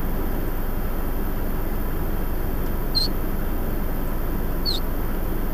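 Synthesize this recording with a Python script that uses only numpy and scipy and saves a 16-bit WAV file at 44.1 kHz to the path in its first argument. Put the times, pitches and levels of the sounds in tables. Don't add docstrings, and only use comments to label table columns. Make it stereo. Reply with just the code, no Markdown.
import sys
import numpy as np
from scipy import signal
from scipy.fft import rfft, irfft
from scipy.io import wavfile

SR = 44100
rng = np.random.default_rng(int(sys.argv[2]) if len(sys.argv) > 2 else 0)


def output_pcm(signal):
    pcm = np.clip(np.atleast_2d(signal).T, -1, 1) * 32767
    wavfile.write(sys.argv[1], SR, np.round(pcm).astype(np.int16))


N = 243873
TIME = np.arange(N) / SR
FREQS = np.maximum(np.fft.rfftfreq(N, 1 / SR), 1)


def from_db(db):
    return 10 ** (np.asarray(db) / 20)


def unit_power(x):
    return x / np.sqrt(np.mean(x ** 2) + 1e-20)


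def curve(points):
    hz, value = np.transpose(points)
    return np.interp(np.log(FREQS), np.log(hz), value)


def drift(rate):
    steps = 2 * rate * TIME
    turns = rng.standard_normal(int(steps[-1]) + 2)
    return unit_power(np.interp(steps, np.arange(len(turns)), turns))


def stereo_noise(density_db, likeness):
    shared, opposed = rfft(rng.standard_normal((2, N)))
    alike = np.clip(curve(likeness), -1, 1)
    pair = np.sqrt(1 + alike) * shared + np.sqrt(1 - alike) * opposed * [[1], [-1]]
    return irfft(pair * from_db(density_db) * np.sqrt(SR) / 2, N)


def turning(hz, wander, rate=2):
    return 2 * np.pi * (np.cumsum(hz * (1 + wander * drift(rate))) / SR + rng.random())


def motor(hz, orders, wander, flutter_db):
    angle, out = turning(hz, wander), 0
    for multiple, left_db, right_db in orders:
        tone = np.sqrt(2) * np.sin(multiple * angle + 2 * np.pi * rng.random())
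        flutter = from_db(flutter_db * np.sqrt(multiple) * drift(3))
        out = out + from_db([[left_db], [right_db]]) * tone * flutter
    return out


# multiple of shaft speed, left level/dB, right level/dB
FAN_TONES = [(1, -21.5, -27), (2, -32.5, -36.5), (5, -48.5, -48), (6, -44, -65), (9, -49, -45.5),
             (12, -50, -54)]
COMPRESSOR_TONES = [(1, -65, -56), (4, -51, -56), (5, -45, -45.5), (10, -44, -49.5)]
# f/Hz, level/dB
CASING_TONES = [(79.8, -47.5), (421, -52.5), (478.8, -56.5)]

def fan_drone():
    fan = motor(hz=23.34, orders=FAN_TONES, wander=0.00075, flutter_db=0.22)
    compressor = motor(hz=37.868, orders=COMPRESSOR_TONES, wander=0.0012, flutter_db=0.5)
    casing = sum(from_db(db) * np.sin(turning(hz, wander=0.00144)) for hz, db in CASING_TONES)
    return fan + compressor + np.sqrt(2) * casing


# f/Hz, level/dB per Hz
AIR_SHAPE = [(20, -76), (45, -61), (70, -53), (95, -54.5), (140, -59), (200, -56), (245, -59), (320, -56.5),
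             (460, -64), (620, -64), (900, -72.5), (1600, -72), (2400, -83), (3300, -88.5), (4500, -91.5),
             (9000, -105)]
# f/Hz, width/Hz, boost/dB
HOUSING_PEAKS = [(792, 55, 4), (976, 94, 6.5), (1305, 72, 5), (2713, 75, 5.5), (3183, 226, 7.5)]
# f/Hz, left minus right/dB
AIR_BALANCE = [(100, -2.5), (350, 0.4), (650, -2), (900, -3), (1400, 1.5), (2000, -1.5), (2800, -2),
               (5000, -1)]
# f/Hz, likeness
AIR_LIKENESS = [(60, 1), (330, 0.86), (600, 0.49), (800, 0.41), (1000, 0.79), (1700, 0.59), (2600, 0.28),
                (7000, .2)]

def rushing_air():
    peaks_db = sum(db / (1 + (2 * (FREQS - hz) / width) ** 2) for hz, width, db in HOUSING_PEAKS)
    sides_db = curve(AIR_BALANCE) * [[.5], [-.5]]
    air = stereo_noise(curve(AIR_SHAPE) + peaks_db + sides_db, AIR_LIKENESS)
    return air * from_db(0.31 * drift(4.6))


def from_right(pair, lag_s=.000015):
    left, right = pair
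    late_left = irfft(rfft(left) * np.exp(-2j * np.pi * FREQS * lag_s), N)
    return np.array([late_left, right])


def scattered(x, fade_s):
    age = TIME[:SR // 2]
    paths = rng.standard_normal((2, len(age))) * np.exp(-np.log(1000) * age / fade_s)
    paths /= np.sqrt(np.sum(paths ** 2, axis=1, keepdims=True))
    return signal.fftconvolve(x[None], paths, axes=1)[:, :N]


# multiple of its main pitch, relative level/dB
WING_SHAPE = [(.6, -43), (.7, -16.5), (.78, -11), (.85, -16), (.94, -7), (1, -0.5), (1.06, -6), (1.13, -11),
              (1.22, -27)]
# stroke rate/Hz, wing f/Hz, left level/dB, right level/dB,
# steepness of each stroke's swell, level of the echoes from leaves/dB
NEAR_CRICKETS = [(88, 13800, -43, -48, 1.2, 0), (94.4, 13230, -44, -45.5, 2.7, -5)]

def cricket(stroke_hz, wing_hz, left_db, right_db, steepness, leaves_db):
    stroke = (turning(stroke_hz, wander=.002) / (2 * np.pi)) % 1
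    scrape = rng.standard_normal(N) * stroke ** steepness
    wing = from_db(curve(np.array(WING_SHAPE) * [wing_hz, 1]))
    song = irfft(rfft(scrape) * wing, N)
    direct = np.array([song, np.roll(song, 1)])
    leaves = from_db(leaves_db) * scattered(song, fade_s=0.021)
    return from_db([[left_db], [right_db]]) * unit_power(direct + leaves)


# f/Hz, level/dB per Hz
CHORUS_SHAPE = [(7000, -115), (8700, -101), (9400, -91), (10400, -87.5), (11500, -86), (12400, -78),
                (13500, -75.5), (14400, -76), (15000, -85), (15500, -98)]
# f/Hz, likeness
HISS_LIKENESS = [(5000, 0.27), (9000, -0.15), (13500, -.25)]

def far_chorus():
    return stereo_noise(curve(CHORUS_SHAPE), HISS_LIKENESS)


# f/Hz, level/dB per Hz
HISS_SHAPE = [(1000, -102.5), (5000, -91.5), (7500, -95.5), (9000, -103), (15000, -100)]

def microphone_hiss():
    return stereo_noise(curve(HISS_SHAPE), HISS_LIKENESS)


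# t/s, peak level/dB, f/Hz, time to fade by 30 dB/s
TICKS = [(.479, -42, 8200, .03), (2.662, -35.5, 4860, 0.013), (2.668, -38, 3200, 0.028),
         (4.073, -42, 8200, .04), (5.147, -36, 2500, .012), (5.242, -44, 7400, .012)]

def ticks():
    out = np.zeros(N)
    for start, db, hz, fade_s in TICKS:
        age = np.maximum(TIME - start, 0)
        burst = rng.standard_normal(N) * (TIME >= start) * np.exp(-np.log(1000) * age / (2 * fade_s))
        sharpness = np.clip(hz * fade_s / 30, 2, 12)
        snap = signal.lfilter(*signal.iirpeak(hz, sharpness, fs=SR), burst + 1e-18)
        out += from_db(db) * snap / np.abs(snap).max()
    return out


# left delay/s, right delay/s, level/dB
ECHOES = [(.00247, .00235, -17), (.00392, .00354, -16), (.01156, .01189, -15)]

def with_echoes(x, tail_db=-25):
    out = np.array([x, x])
    for left_s, right_s, db in ECHOES:
        echo = np.array([np.interp(TIME - lag, TIME, x) for lag in (left_s, right_s)])
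        out = out + from_db(db) * echo
    return out + from_db(tail_db) * scattered(x, fade_s=0.25)


# multiple of the pitch, relative level/dB
OVERTONES = [(2, 0), (3, -9)]
# f/Hz, relative level/dB
RASP_SHAPE = [(1800, -50), (3000, -6.5), (4000, -2.5), (4700, 2), (5500, -8), (7000, -13.5), (8500, -17),
              (11000, -16), (15000, -32)]
# t/s, f/Hz, relative level/dB
SQUEAKS = [
    [(2.952, 4530, -29), (2.962, 4180, -27), (2.97, 4193, -16.5), (2.982, 4157, -15), (2.996, 4175, -26),
     (3.014, 4170, -19), (3.04, 4224, -26), (3.05, 4440, -26), (3.063, 4400, -31)],
    [(4.66, 4520, -27.5), (4.69, 4372, -21), (4.7, 4110, -32), (4.706, 4200, -22), (4.736, 3936, -28),
     (4.742, 3680, -29.5), (4.76, 3794, -24), (4.766, 4000, -33), (4.781, 4446, -33.5)],
]

def squeak(rows, jitter=0.031, tone_db=4.5, hiss_db=2.0):
    times, hz, db = np.transpose(rows)
    glide, body_db = np.interp(TIME, times, hz), np.interp(TIME, times, db)
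    before, after = np.maximum(times[0] - TIME, 0), np.maximum(TIME - times[-1], 0)
    level = from_db(body_db - 3200 * before - 1900 * after)
    age = np.maximum(TIME - times[0], 0)
    clean_db, growth_db_per_s, full_db = -30, 175, -14.5
    purity, usual_db = 0.31, -24
    rasp_db = np.minimum(clean_db + growth_db_per_s * age, full_db) - purity * (body_db - usual_db)
    rasp = from_db(rasp_db)
    thinning_db = 0.05 * np.maximum(glide - 4200, 0)
    overtone_db = -20.5 + 0.57 * (rasp_db - full_db) - thinning_db
    pitch = glide * (1 + jitter * rasp * drift(370))
    angle = 2 * np.pi * np.cumsum(pitch) / SR
    overtones = sum(from_db(db + 0.95 * drift(120)) * np.sin(k * angle) for k, db in OVERTONES)
    tone = np.sin(angle) + from_db(overtone_db) * overtones
    flutter = 1 + rasp * (1.6 * drift(400) + 2.6 * np.sin(turning(180, wander=.2, rate=60)))
    hiss = unit_power(irfft(rfft(rng.standard_normal(N)) * from_db(curve(RASP_SHAPE)), N))
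    return level * (from_db(tone_db) * tone * flutter + from_db(hiss_db) * rasp * hiss)


def scene():
    calls = with_echoes(sum(squeak(rows) for rows in SQUEAKS)) * from_db([[-1], [.7]])
    insects = sum(cricket(*row) for row in NEAR_CRICKETS) + far_chorus()
    fan_unit = fan_drone() + rushing_air()
    return from_right(fan_unit + calls) + with_echoes(ticks()) + insects + microphone_hiss()


# f/Hz, width/Hz
NOTCHES = [(3950, 280), (7880, 83)]
CUTOFF_HZ = 15450

def record(dry):
    for hz, width in NOTCHES:
        dry = signal.lfilter(*signal.iirnotch(hz, hz / width, fs=SR), dry)
    return irfft(rfft(dry) / np.sqrt(1 + (FREQS / CUTOFF_HZ) ** 400), N)


dry = scene()
out = record(dry)
output_pcm(out)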